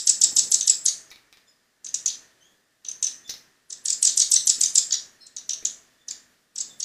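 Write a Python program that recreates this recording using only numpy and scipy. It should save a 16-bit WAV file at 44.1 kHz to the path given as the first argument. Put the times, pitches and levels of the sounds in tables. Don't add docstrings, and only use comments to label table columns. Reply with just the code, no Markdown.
import sys
import numpy as np
from scipy import signal
from scipy.fft import rfft, irfft
from scipy.io import wavfile
from scipy.ndimage import uniform_filter1d

SR = 44100
rng = np.random.default_rng(int(sys.argv[2]) if len(sys.argv) > 2 else 0)


def unload_audio(sound):
    columns = np.transpose(np.atleast_2d(sound))
    steps = np.round(np.clip(columns, -1, 1) * 32767)
    wavfile.write(sys.argv[1], SR, steps.astype(np.int16))


def ratio(d):
    e = np.asarray(d, float) / 20
    return 10 ** e


N = 301644
LEAD = 4410


def colour(x, table):
    hz, db = np.transpose(table)
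    f = np.maximum(np.arange(len(x) // 2 + 1) * SR / len(x), 1)
    return irfft(rfft(x) * ratio(np.interp(np.log(f), np.log(hz), db)), len(x))


def unit(x):
    return x / np.sqrt(np.mean(x ** 2))


def add(out, x, s):
    i = LEAD + int(s * SR)
    out[i:i + len(x)] += x[:len(out) - i]


def wobble(size, ms):
    k = max(int(ms * SR / 1000), 1)
    return unit(uniform_filter1d(uniform_filter1d(rng.standard_normal(size), k), k))


def bend(ms):
    return np.sqrt(ms ** 2 + 6) - np.sqrt(6)


def bell(x):
    return np.exp(-.5 * x ** 2)


# multiple of the pitch, level in dB.
PARTIALS = [(1, -25.5), (4, -16.5), (5, -28), (6, -27)]
# frequency in Hz, level in dB.
RASP = [(1500, -35.5), (2600, -22), (4000, 2), (8000, -3.5), (10500, -15), (12500, -21), (15000, -19)]


def puff(top_hz, fall, loud_ms, second_db, beak):
    ms = np.arange(-16, 26, 1000 / SR)
    late = ms - loud_ms
    opener = top_hz > 3350
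    slope = np.where(ms < 0, 75 if opener else 0.82 * fall, fall)
    knee = np.minimum(ms, max(loud_ms - .9, 0))
    hz = top_hz - slope * bend(knee) - min(fall, 160) * (bend(ms) - bend(knee))
    hz = np.maximum(hz - 20.5 * np.maximum(late, 0) ** 2, 1000)
    phase = 2 * np.pi * np.cumsum(hz * (1 + 0.016 * wobble(len(ms), ms=0.52))) / SR
    flutter = ratio(2.86 * wobble(len(ms), ms=0.86)) * signal.windows.tukey(len(ms), .2)
    flutter = flutter * np.clip((hz - 1000) / 450, 0, 1)

    rise_ms = 2.7 * (160 / fall) ** .45
    push = bell(late / np.where(late < 0, rise_ms, 1.9))
    push = push + 0.36 * bell((late - .6) / (1.7 * rise_ms))
    whistle = 0.15 * opener * bell((ms + 2.0) / 4.5)
    beak_hz, beak_db = np.transpose(beak)

    def partial(k):
        through_beak = ratio(np.interp(np.log(k * hz), np.log(beak_hz), beak_db))
        return flutter * through_beak * (k * hz < 17000) * np.sin(k * phase)

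    second = push * partial(2.063)
    third = (push + whistle) * partial(3)
    x = second / abs(second).max() * ratio(min(second_db, 0))
    x = x + third / abs(third).max() * ratio(min(-second_db, 0))
    rasp = ratio(-18.5) * uniform_filter1d(push, size=200) * colour(rng.standard_normal(len(ms)), RASP)
    others = sum(ratio(db) * push * partial(round(k)) for k, db in PARTIALS)
    return np.sqrt(2) * (x + rasp + others)


def add_puff(out, s, top_hz, db, fall, loud_ms, second_db, beak):
    x = ratio(db - 3.5) * puff(top_hz, fall, loud_ms, second_db, beak)
    add(out, x, s - (16 + loud_ms) / 1000)


# frequency in Hz, level in dB.
BEAK = [(1500, -4.5), (2700, -16.5), (3400, -2), (4500, -6), (6100, -1), (7700, -4.5), (9200, -18.5),
        (11800, -19.5), (16000, -17.5)]
# second when loudest, top pitch in Hz, level in dB, 2nd minus 3rd partial in dB.
OPENERS = [(-.0635, 3854, -4, -5), (0.0741, 3846, -8, -0.5), (0.218, 4006, -8.5, 2.5),
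           (0.3684, 4026, -7, 0), (0.5198, 3855, -7.5, -5), (.6775, 3800, -6, -4.5),
           (0.8606, 3780, -5.5, -12.5), (3.7047, 3576, -28.5, -2.5), (3.8576, 3830, -12, -11),
           (4.0289, 3790, -4, -11), (4.176, 3990, -7, -2.5), (4.3191, 4103, -8, -2), (4.474, 4360, -7, -3),
           (4.6124, 4127, -4, -8), (4.7565, 3690, -4.5, -8), (6.0875, 3470, -22, 11),
           (6.5617, 3900, -24, 7), (6.805, 3780, -19, 5)]
# second when loudest, top pitch in Hz, level in dB, ms past the top when loudest.
ARCHES = [(-.0435, 2596, -6, 1), (0.0977, 2610, -3, 1.1), (0.2416, 2612, -2.5, 1.07),
          (0.3917, 2670, -2.5, 1.74), (.544, 2704, -3.5, 3), (0.6994, 2600, -2.5, .6),
          (0.8849, 2230, -8, .3), (3.728, 2988, -23, 6.3), (3.8832, 2740, -13.5, 4.7),
          (3.903, 2757, -8, 2.1), (3.931, 2510, -13, .6), (4.0511, 2840, -4.5, 2.6),
          (4.0742, 2458, -6.5, 1), (4.096, 2134, -15.5, 0.48), (4.2002, 2860, -4.5, 3),
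          (4.2206, 2260, -4.5, .3), (4.3412, 2733, -3.5, 1.6), (4.364, 2086, -5.5, .3),
          (4.499, 2634, -3, 2.28), (4.6378, 2474, -6, 2.7), (4.781, 2568, -3, 1.57),
          (4.911, 2545, -18.5, 9.3), (4.928, 2294, -9.5, 1.5), (4.9426, 1980, -12, 1.3),
          (4.953, 1688, -21, 1), (5.2687, 2970, -33.5, 4.4), (6.1117, 2457, -16.5, 3.1),
          (6.584, 2650, -20.5, 2.9), (6.61, 2530, -17.5, 0.033), (6.8315, 2244, -17, 0.91)]


def big_nestling():
    out = np.zeros(LEAD + N)
    for s, hz, db, second_db in OPENERS:
        loud_ms = 9 + 3.8 * (hz - 3857) / 1000
        add_puff(out, s, hz, db, 159.7, loud_ms, second_db, BEAK)
    for s, hz, db, loud_ms in ARCHES:
        add_puff(out, s, hz, db, 142.53, loud_ms, -10, BEAK)
    return out


# frequency in Hz, level in dB.
SMALL_BEAK = [(1500, -24), (2700, -9.5), (3800, -7), (5200, -17.5), (6200, 6), (7000, 3), (8200, -12),
              (10000, -15.5), (16000, -49)]
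# second when loudest, top pitch in Hz, level in dB, ms past the top when loudest.
PLUNGES = [
    (0.6115, 4485, -10, 7.5),
    (1.848, 4670, -25.5, 6.55),
    (1.945, 4495, -10, 6.1),
    (2.0622, 4407, -5.5, 5.86),
    (2.8507, 4270, -28, 7.2),
    (3.0292, 4300, -8.5, 5.9),
    (5.3675, 4590, -19.5, 6.8),
    (5.4956, 4505, -10, 8.1),
    (5.654, 4537, -9, 6.83),
]
# second when loudest, top pitch in Hz, level in dB, ms past the top when loudest.
SMALL_ARCHES = [(.631, 3050, -16.5, 1.5), (1.8686, 3110, -20.5, 5), (1.891, 3130, -27.5, 2),
                (2.083, 2970, -9.5, 4), (2.1045, 3010, -25, -6), (2.8687, 3020, -30, 4),
                (2.8895, 3040, -15.5, 3.2), (2.916, 3114, -21.5, -0.2), (3.047, 3070, -11, 2.3),
                (3.071, 2980, -12, 3.5), (4.6606, 3145, -9, -1), (5.387, 2910, -25, 2.5),
                (5.5125, 2970, -14.5, 3.5), (5.5366, 3200, -15, 4.5), (5.672, 2913, -17, 1)]


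def small_nestling():
    out = np.zeros(LEAD + N)
    for s, hz, db, loud_ms in PLUNGES:
        second_db = -8.5 * (loud_ms - 6.39)
        add_puff(out, s, hz, db, 500.2, loud_ms, second_db, SMALL_BEAK)
    fall = 204.3
    for s, hz, db, loud_ms in SMALL_ARCHES:
        above_hz = hz - fall * max(loud_ms - 1.1, 0) - 2650
        second_db = np.clip(33 * above_hz / 1000, 15, 20)
        add_puff(out, s, hz, db, fall, loud_ms, second_db, SMALL_BEAK)
    return out


# start in seconds, length in seconds, start pitch in Hz, end pitch in Hz, level in dB.
PEEPS = [(1.459, 0.037, 3530, 3530, -62), (1.471, 0.041, 6970, 7140, -54),
         (1.464, 0.061, 5150, 5120, -52.5), (2.393, 0.095, 2970, 3440, -57),
         (2.457, 0.107, 3330, 3400, -64), (3.23, 0.07, 3500, 3500, -47), (3.25, 0.069, 5200, 5170, -53),
         (5.192, 0.076, 4370, 4010, -46), (5.203, 0.04, 5120, 5330, -41), (5.598, 0.046, 3480, 3600, -61.5),
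         (5.971, 0.071, 3480, 3570, -61.5), (6.688, 0.032, 3680, 3470, -45.5)]


def peeps():
    out = np.zeros(LEAD + N)
    for s, length, hz0, hz1, db in PEEPS:
        n = int(length * SR)
        drift = wobble(6000, ms=1.5)[:n]
        swell = wobble(6000, ms=3)[:n]
        phase = 2 * np.pi * np.cumsum(np.linspace(hz0, hz1, n) * (1 + 0.016 * drift)) / SR
        octave_db = -5 - 13 * (hz0 / 1000 - 3.5)
        tone = np.sin(phase) + ratio(octave_db) * np.sin(2 * phase)
        add(out, ratio(db - 7.5 + 3.4 * swell) * signal.windows.tukey(n, .7) * tone, s)
    return out


# start in seconds, peak level in dB, ring in Hz, ring time in ms.
TICKS = [(1.1042, -42, 6000, 4.5), (1.1144, -35, 4300, 1.6), (1.1138, -41.5, 2300, 3.7),
         (1.3275, -51, 4440, 2.4), (1.3276, -50, 2280, 2.1), (3.278, -42.5, 5700, 6.0),
         (3.2943, -28.5, 4250, 3.4), (3.2959, -27, 6000, 8.7), (3.3066, -57, 6000, 5.1),
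         (4.584, -47, 1500, 0.68), (5.6261, -45, 2450, 1.1)]
# start in seconds, crack level in dB, level of the table's thud in dB.
KNOCKS = [
    (1.1144, -45.5, -57),
    (1.3272, -47, -63),
    (3.2938, -39.5, -43.5),
    (4.129, -58, -49),
    (4.584, -42.5, -41.5),
    (5.627, -53, -40.5),
]


def tweezers():
    out = np.zeros(LEAD + N)
    t = np.arange(2000) / SR
    for s, db, hz, ms in TICKS:
        ring = colour(rng.standard_normal(len(t)), [(0.58 * hz, -26), (hz, 0), (1.4 * hz, -26)])
        add(out, ratio(db) * unit(ring) * np.exp(-t * 1000 / ms), s)
    crack = colour(np.exp(-t / .00006), [(300, -8.0), (1500, 6.5), (5000, 28), (9000, 12.0)])
    thud = np.sin(2 * np.pi * 420 * t) * np.exp(-t / 0.0025)
    for s, crack_db, thud_db in KNOCKS:
        add(out, ratio(crack_db) * crack + ratio(thud_db) * thud, s)
    return out


# middle in seconds, length in seconds, level in dB.
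SLEEVE = [
    (0.374, .4, -52.5),
    (2.52, .2, -68),
    (4.134, .06, -62.5),
    (6.72, 0.27, -63.5),
]


def sleeve():
    t = np.arange(N) / SR
    cloth = [(60, -27), (130, -2), (350, -3), (900, -10.5), (2000, -21.5)]
    rub = unit(colour(rng.standard_normal(N), cloth)) * ratio(2.5 * wobble(N, ms=15))
    return rub * sum(ratio(db) * bell(3 * (t - s) / length) for s, length, db in SLEEVE)


# delay in ms, level in dB.
ECHOES = [(1.6, -21), (3.9, -14.5), (6.5, -14), (9.5, -16), (13, -15.5)]
# frequency in Hz, time to die by 60 dB in seconds, level in dB.
KITCHEN = [(400, 0.67, -16), (1500, 0.94, -11), (3500, 0.25, -0.5), (6000, 0.32, -9.5), (7900, 0.33, -10),
           (12300, 0.38, -8)]


def kitchen(near, far):
    t = np.arange(SR // 2) / SR
    response = np.zeros(len(t))
    for ms, db in ECHOES:
        response[int(ms * SR / 1000)] = ratio(db)
    noise = rng.standard_normal(len(t)) * ratio(4.8 * wobble(len(t), ms=0.51) * np.exp(-t / 0.085))
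    log_hz = np.log(np.arange(len(t) // 2 + 1) * SR / len(t) + 1)
    centres = np.log(np.array(KITCHEN)[:, 0])
    for k, (hz, t60, db) in enumerate(KITCHEN):
        share = np.interp(log_hz, centres, np.eye(len(KITCHEN))[k])
        band = irfft(rfft(noise) * share, len(t))
        decay = np.exp(-np.log(1000) * t / t60) * (1 - np.exp(-t / 0.0066))
        response += ratio(db - 27.0) * band * decay
    wet = signal.fftconvolve(near + ratio(3.5) * far, response)
    return (near + far)[LEAD:] + wet[LEAD:LEAD + N]


def suppressor(front):
    shut_db, opens_above_db, open_share = -77.5, -69, 0.31
    memory_s, ahead_s = 0.041, 0.01
    keep = np.exp(-1 / (memory_s * SR))
    power = uniform_filter1d(front ** 2, int(2 * ahead_s * SR))
    power = signal.lfilter([1 - keep], [1, -keep], power, zi=[power[0]])[0]
    return shut_db + open_share * 10 * np.log10(1 + abs(power) / ratio(2 * opens_above_db))


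# frequency in Hz, level in dB per Hz.
AIR = [(25, -6), (100, -5.5), (130, -1), (400, -1.5), (900, -7), (1300, -4), (1800, -2), (2300, -7),
       (6000, -8), (15500, -26)]
# frequency in Hz, width in Hz, level in dB.
FRIDGE = [(248.7, 6.3, -13), (643, 4.9, -15.5), (1818, 690, -8.5), (3480, 40, -23.5), (4900, 50, -16.5)]


def background(through_db):
    out = ratio(0.4 * wobble(N, ms=87)) * unit(colour(rng.standard_normal(N), AIR))
    for hz, width, db in FRIDGE:
        line = colour(rng.standard_normal(N), [(hz - width, -40), (hz, 0), (hz + width, -40)])
        out += ratio(db + 2.5 * wobble(N, ms=150)) * unit(line)
    hiss = colour(rng.standard_normal(N), [(1200, -44), (3000, -13.5), (7000, 1.5), (15000, -8.5)])
    return ratio(8.0 + through_db) * out + ratio(-78.5) * unit(hiss)


def scene():
    front = kitchen(big_nestling() + small_nestling(), peeps() + tweezers())
    return (front + background(suppressor(front)) + sleeve())[None]


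def top_cut(x):
    return signal.sosfilt(signal.butter(12, 15950, fs=SR, output="sos"), x)


def record(dry):
    octave = signal.sosfilt(signal.butter(4, 9000, "high", fs=SR, output="sos"), dry ** 2)
    x = dry + 0.042 * octave
    x = np.tanh(0.91 * x) / 0.91
    x = signal.sosfilt(signal.ellip(10, .2, 80, 15200, fs=SR, output="sos"), x)
    return top_cut(x)


dry = scene()
out = record(dry)
unload_audio(out)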